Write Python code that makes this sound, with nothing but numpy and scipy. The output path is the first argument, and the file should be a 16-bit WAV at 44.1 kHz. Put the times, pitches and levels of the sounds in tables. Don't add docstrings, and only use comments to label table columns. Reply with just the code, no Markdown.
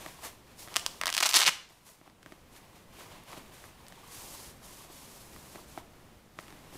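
import sys
import numpy as np
from scipy import signal
from scipy.fft import rfft, irfft
from scipy.io import wavfile

SR = 44100
rng = np.random.default_rng(int(sys.argv[2]) if len(sys.argv) > 2 else 0)


def magnitude_from_level(level_db):
    exponent = np.asarray(level_db, float) / 20
    return 10 ** exponent


def output_pcm(signal):
    pcm = np.clip(np.atleast_2d(signal).T, -1, 1) * 32767
    wavfile.write(sys.argv[1], SR, np.round(pcm).astype(np.int16))


N = 298557

# start_s, level_db
ROOM_TONE_LEVEL = [(0, -54), (.75, -57), (1.0, -57), (1.5, -62), (1.8, -63.5), (2.4, -59), (3.2, -56),
                   (4.8, -54), (6.2, -56.5), (6.77, -55.5)]
# frequency_hz, density_db (power per Hz)
ROOM_TONE_COLOUR = [(20, 4), (50, 4), (150, 4), (440, -2.5), (1000, -8.5), (4000, -18), (16000, -25.5)]
# start_s, level_db
GRIP_LEVEL = [(0, -59), (.44, -65), (.52, -59), (.57, -66), (.7, -55), (1.0, -60), (1.02, -78), (1.66, -80),
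              (1.72, -68), (2.14, -72), (2.45, -74), (2.66, -63), (2.9, -70), (3.45, -59), (3.76, -63),
              (4.04, -56), (4.49, -59), (4.53, -68), (4.62, -66), (4.9, -59), (5.3, -64), (5.8, -64),
              (5.9, -69), (6.33, -73), (6.45, -59), (6.77, -61)]
# start_s, hold_s, level_db, brightness_db (bright part against dull), fade_s (time to fall 20 dB)
WEAVE_STROKES = [(.01, .07, -51, -1.2, .22), (.24, .02, -43.5, 0.1, .085), (.595, .03, -55, 5.5, .13),
                 (.71, .06, -51, -6, .17), (.87, .12, -64, 5, .05), (1.698, .01, -66, 1.2, .4),
                 (1.865, .02, -60, 3.5, .15), (2.04, .04, -64, -8, .08), (2.265, .07, -63, -4, .21),
                 (2.53, .02, -63, 2.2, .06), (2.56, .01, -56, -1.2, .06), (2.76, .02, -61, -3, .12),
                 (2.935, .06, -57, -5, .11), (2.975, .05, -53, -3, .21), (3.12, .02, -54, -9, .21),
                 (3.283, .1, -51.5, -5, .08), (3.54, .13, -58, 0.1, .1), (4.075, .05, -62, 4, .11),
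                 (4.12, .27, -56, 6.8, .2), (4.43, .075, -59, 5, .04), (4.64, .2, -58, 4, .08),
                 (4.92, .31, -61, 6, .4), (5.33, .14, -63, 5, .15), (5.49, .11, -61, 4.5, .15),
                 (5.555, .004, -54, -9, .08), (5.69, .07, -63, 5, .05), (5.781, .004, -52, -4, .05),
                 (6.395, .004, -60, 2.2, .15), (6.74, .05, -57, 2.2, .11)]
# pitch_hz, t60_s
SLEEVE_MODES = [(165, .04), (310, .022), (640, .012), (1130, .0065), (1800, .0045), (3000, .002),
                (4700, .0013), (7000, .0008), (10500, .0005)]
# start_s, level_db, hardness_steps (0 pad, 1 flap, 2 crack, 3 fizz), narrowness_db_per_step
CONTACT_TICKS = [(0.0624, -23, 0.9, 5.0), (0.676, -33, 0.8, 4.0), (0.6845, -33, 1.6, 5.0),
                 (1.478, -21, 0.7, 6.0), (1.485, -33, -0.5, 4.0), (1.691, -38, 2.3, 12.0),
                 (1.8905, -41, 1.6, 5.0), (1.7068, -44, 0.2, 6.0), (2.014, -40, 0.1, 6.0),
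                 (2.077, -40, 0.2, 6.0), (2.0988, -42, 1.4, 6.0), (2.2285, -42, 1.7, 6.0),
                 (2.2304, -35, 1.8, 5.0), (2.2615, -33, 1.0, 3.0), (2.322, -35, 0.4, 2.0),
                 (2.3252, -40, 0.8, 2.0), (2.5644, -37, 1.7, 7.0), (3.008, -34, 0.75, 14.0),
                 (3.237, -31, 3.2, 14.0), (3.3168, -31, 1.9, 8.0), (3.3314, -29, 0.75, 12.0),
                 (3.336, -38, -0.3, 12.0), (3.375, -34, -0.2, 6.0), (3.5818, -41, 2.5, 4.0),
                 (3.6407, -36, 1.2, 5.0), (3.8673, -32, 2.2, 9.0), (3.8835, -25, 2.9, 7.0),
                 (3.9238, -33, 1.2, 5.0), (4.6359, -39, 2.0, 8.0), (4.848, -42, 0.1, 3.0),
                 (4.9, -38, -0.3, 9.0), (5.363, -36, 0.8, 4.0), (5.5495, -40, -0.1, 2.0),
                 (5.558, -31, 0.25, 5.0), (5.7703, -37, 1.9, 5.0), (5.7764, -19.5, 0.0, 16.0),
                 (5.786, -38, 1.3, 16.0), (6.3888, -22.5, 0.75, 7.0), (6.3988, -35, 1.7, 7.0),
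                 (6.428, -41, 1.7, 4.0), (6.468, -40, 1.5, 4.0), (6.482, -36, 1.6, 3.0),
                 (6.505, -38, 1.6, 3.0), (6.5258, -37, 0.6, 3.0), (6.727, -39, -0.1, 9.0),
                 (6.755, -35, -0.1, 7.0)]
# start_s, thud_level_db (flap), crack_level_db (fibres)
LOUD_HOOKS = [(0.742, -42, -24), (0.7567, -27.7, -24), (0.7611, -19, -7), (0.7668, -15, -4),
              (0.7956, -48, -22), (0.8636, -21, -10), (1.014, -15.5, -13.5), (1.036, -17.5, -19),
              (1.0578, -21, -10.5), (1.069, -18.5, -10), (1.0771, -24, -14), (1.0802, -22, -17),
              (1.0918, -25, -18.7), (1.102, -28, -13), (1.127, -30, -16.5), (1.1404, -42, -13),
              (1.1455, -41, -21), (1.149, -30, -13), (1.152, -41, -20), (1.1676, -24.5, -9),
              (1.1791, -34, -5.5), (1.1818, -33, -18), (1.1848, -27, -18), (1.2038, -23, -12),
              (1.2064, -25, -12), (1.2094, -21, -14), (1.2269, -17, -8), (1.2296, -20, -13),
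              (1.2309, -16, -9), (1.2331, -26, -14), (1.2352, -28, -15), (1.245, -36.7, -17),
              (1.2503, -29, -15), (1.257, -20, -14), (1.263, -28, -13), (1.2705, -36, -12),
              (1.2916, -36, -11), (1.3035, -38, -16.5), (1.312, -40, -14), (1.3263, -30, -16),
              (1.3349, -34, -11), (1.3905, -29, -12)]
HOOK_THUD_SHARE = [-28, -12, -8, 1.5, 0.1]
HOOK_CRACK_SHARE = [-1.5, 0, -3, -12]
# start_s, hold_s, level_db, centre_hz
FLAP_TUGS = [(1.014, .002, -39, 2100), (1.058, .002, -40, 1600), (1.076, .024, -37, 3200),
             (1.144, .006, -35, 4400), (1.180, .004, -31, 3600), (1.205, .005, -34, 4500),
             (1.230, .004, -26, 3600), (1.258, .008, -23.5, 4300), (1.293, .010, -28, 6500),
             (1.3415, .012, -22, 5000), (1.360, .009, -17.5, 5800), (1.380, .008, -21.5, 5000),
             (1.391, .002, -23, 5000), (1.401, .005, -21, 4500), (1.414, .015, -24, 4200),
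             (1.435, .004, -26, 4200), (1.446, .003, -31, 3600), (1.456, .003, -32, 3600),
             (1.465, .021, -20.5, 3900)]
TEAR_BODY = [-12, -14, -23, -13, -18]

GRIP_BRIGHT_DB, STROKE_RISE_DB_PER_S = -5, 550
TUG_RISE_DB_PER_S, TUG_FALL_DB_PER_S, SLACK_DB = 2600, 900, -50
RIP_START_S, RIP_END_S = 1.012, 1.495
FLOOR_ECHO_S, FLOOR_ECHO_DB = 0.003, -17
ROOM_T60_S, TREBLE_T60_S, ROOM_DB, WALL_CUT_HZ = 0.43, 0.33, -14, 7000


def rms_one(x):
    return x / np.sqrt(np.mean(x ** 2) + 1e-20)


def in_time(rows):
    s, *columns = np.transpose(rows)
    return [np.interp(np.arange(N) / SR, s, column) for column in columns]


def band(x, low_hz, high_hz):
    return signal.sosfilt(signal.butter(2, [low_hz, high_hz], "band", fs=SR, output="sos"), x)


def thin(x, hz, order):
    return signal.sosfilt(signal.butter(order, hz, "high", fs=SR, output="sos"), x)


def drift(rate_hz):
    r = np.exp(-2 * np.pi * rate_hz / SR)
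    noise = rng.standard_normal(N + SR)
    settled = signal.lfilter([1], [1, -2 * r, r * r], noise)[SR:]
    return rms_one(settled)


def swell_db(start_s, hold_s, rise, fall):
    t = np.arange(N) / SR
    return -rise * np.maximum(start_s - t, 0) - fall * np.maximum(t - start_s - hold_s, 0)


def ring(clicks, hz, t60_s):
    r, w = magnitude_from_level(-60 / (t60_s * SR)), 2 * np.pi * hz / SR
    return signal.lfilter([0, np.sin(w)], [1, -2 * r * np.cos(w), r * r], clicks + 1e-18)


def strike(times_s, levels_db, detune, sharpness):
    length = 2048
    out, t = np.zeros(N + length), np.arange(length) / SR
    hz, t60_s = np.transpose(SLEEVE_MODES)[:, :, None]
    soft_start = 1 - np.exp(-sharpness * hz * t)
    chance = rng.standard_normal((len(times_s), 2, len(SLEEVE_MODES), 1))
    for s, db, (off_pitch, off_level) in zip(times_s, levels_db, chance):
        strength = magnitude_from_level(db[:, None] + 1.5 * off_level - 60 * t / t60_s)
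        pitch_hz = hz * np.exp(detune * off_pitch)
        rings = strength * soft_start * np.sin(2 * np.pi * pitch_hz * t)
        speed = np.gradient(rings, axis=1) * SR / (2 * np.pi * hz)
        at = round(s * SR)
        out[at:at + length] -= speed.sum(axis=0)
    return out[:N]


def room_tone():
    hz = np.maximum(np.arange(N // 2 + 1) * SR / N, 10)
    colour_hz, density_db = np.transpose(ROOM_TONE_COLOUR)
    colour_db = np.interp(np.log(hz), np.log(colour_hz), density_db)
    noise = irfft(rfft(rng.standard_normal(N)) * magnitude_from_level(colour_db), N)
    level_db = in_time(ROOM_TONE_LEVEL)[0] + 1.36 * drift(2.1)
    return rms_one(noise) * magnitude_from_level(level_db)


def contact():
    dull = magnitude_from_level(2 * in_time(GRIP_LEVEL)[0])
    bright = dull * magnitude_from_level(2 * GRIP_BRIGHT_DB)
    for s, hold_s, db, bright_db, fade_s in WEAVE_STROKES:
        power = magnitude_from_level(2 * (db + swell_db(s, hold_s, STROKE_RISE_DB_PER_S, 20 / fade_s)))
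        dull = dull + power
        bright = bright + power * magnitude_from_level(2 * bright_db)
    return np.sqrt(dull), np.sqrt(bright)


def rubbing():
    dull_gain, bright_gain = contact()
    sizes = magnitude_from_level(3.4 * np.minimum(rng.exponential(1, N), 4)) * rng.choice([-1, 1], N)
    caught = rng.random(N) < 3000 * magnitude_from_level(2.5 * drift(40)) / SR
    grains = rms_one(sizes * caught)
    drag = (rng.standard_normal((2, N)) + .7 * grains) * magnitude_from_level(.7 * drift(25))
    hiss = magnitude_from_level(-.8) * rms_one(band(drag[0], 467, 3550))
    creases = magnitude_from_level(-11.5) * rms_one(band(drag[1], 157, 840)) * magnitude_from_level(3.1 * drift(45))
    flap = magnitude_from_level(-7) * rms_one(ring(drag[0], *SLEEVE_MODES[3])) * magnitude_from_level(3.5 * drift(35))
    dull = hiss + creases + flap
    softened = signal.lfilter([1], [1, -.25], drag[1]) * magnitude_from_level(.4 * drift(22))
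    bright = rms_one(band(softened, 3500, 13800))
    return dull_gain * dull + bright_gain * bright


def ticks():
    s, db, hardness, narrowness = np.transpose(CONTACT_TICKS)[:, :, None]
    above = np.arange(len(SLEEVE_MODES)) / 2 - .75 - hardness
    levels_db = db - narrowness * np.maximum(above, -2 * above)
    return thin(strike(s[:, 0], levels_db, detune=.06, sharpness=4.5), hz=110, order=2)


def hooks():
    s, thud_db, crack_db = np.transpose(LOUD_HOOKS)
    thuds_db = thud_db[:, None] + HOOK_THUD_SHARE
    cracks_db = crack_db[:, None] + HOOK_CRACK_SHARE
    struck = strike(s, np.hstack([thuds_db, cracks_db]), detune=.11, sharpness=8)
    return -thin(struck, hz=620, order=2)


def pull():
    level_db = np.full(N, float(SLACK_DB))
    for s, hold_s, db, _ in FLAP_TUGS:
        level_db = np.maximum(level_db, db + swell_db(s, hold_s, TUG_RISE_DB_PER_S, TUG_FALL_DB_PER_S))
    centre_hz = in_time([(s, hz) for s, _, _, hz in FLAP_TUGS])[0]
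    return level_db, centre_hz


def tearing():
    level_db, centre_hz = pull()
    t = np.arange(N) / SR
    pulled = (t > RIP_START_S) & (t < RIP_END_S)
    per_s = np.clip(1900 * magnitude_from_level(.5 * (level_db + 24)), 200, 2800)
    born = rng.random(N) < per_s * magnitude_from_level(3 * drift(300)) / SR
    sizes = magnitude_from_level(3.5 * np.minimum(rng.exponential(1, N), 2.6)) * rng.choice([-1, 1], N)
    snaps = sizes * born * pulled / np.sqrt(per_s)

    pitches_hz = np.geomspace(1100, 12000, 14)
    dealt = rng.integers(0, len(pitches_hz), N)
    crackle = 0
    for k, hz in enumerate(pitches_hz):
        share = magnitude_from_level(-9.0 * np.log2(hz / centre_hz) ** 2)
        share = share * (hz / centre_hz) ** .3
        crackle = crackle + ring(snaps * share * (dealt == k), hz, 6.0 / hz)
    crackle = band(thin(crackle, hz=740, order=4), 650, 17500)
    crackle = magnitude_from_level(level_db) * crackle / np.std(crackle[pulled])

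    body = 0
    for db, (hz, t60_s) in zip(TEAR_BODY, SLEEVE_MODES[:5]):
        mode = ring(snaps * rng.standard_normal(N), hz, t60_s)
        body = body + magnitude_from_level(db) * mode / np.std(mode[pulled])
    return crackle + thin(magnitude_from_level(level_db) * body, hz=600, order=3)


def room(x):
    t = np.arange(SR // 2) / SR
    echo = band(rng.standard_normal(len(t)), 700, 13000) * magnitude_from_level(-60 * t / 0.0061)
    echo = echo / np.sqrt(np.sum(echo ** 2)) * magnitude_from_level(FLOOR_ECHO_DB)
    echo = np.roll(echo, round(FLOOR_ECHO_S * SR))
    noise = rng.standard_normal((2, len(t)))
    low = band(noise[0], 230, WALL_CUT_HZ) * magnitude_from_level(-60 * t / ROOM_T60_S)
    high = band(noise[1], WALL_CUT_HZ, 15000) * magnitude_from_level(-60 * t / TREBLE_T60_S)
    fade_in = np.clip(t / 0.0076, 0, 1)
    tail = signal.lfilter([1, -.15], [1], low + high) * fade_in
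    tail = tail / np.sqrt(np.sum(tail ** 2)) * magnitude_from_level(ROOM_DB)
    return signal.fftconvolve(x, echo + tail)[:N]


def scene():
    contacts = ticks() + hooks() + tearing()
    mix = room_tone() + rubbing() + contacts + room(contacts)
    return mix[None]


def top_cut(x):
    return signal.sosfilt(signal.butter(12, 16640, fs=SR, output="sos"), x)


def record(dry):
    rounded = np.tanh(dry)
    treble_cut = signal.ellip(10, .1, 30, 15600, fs=SR, output="sos")
    finished = signal.sosfilt(treble_cut, rounded)
    return top_cut(finished)


dry = scene()
out = record(dry)
output_pcm(out)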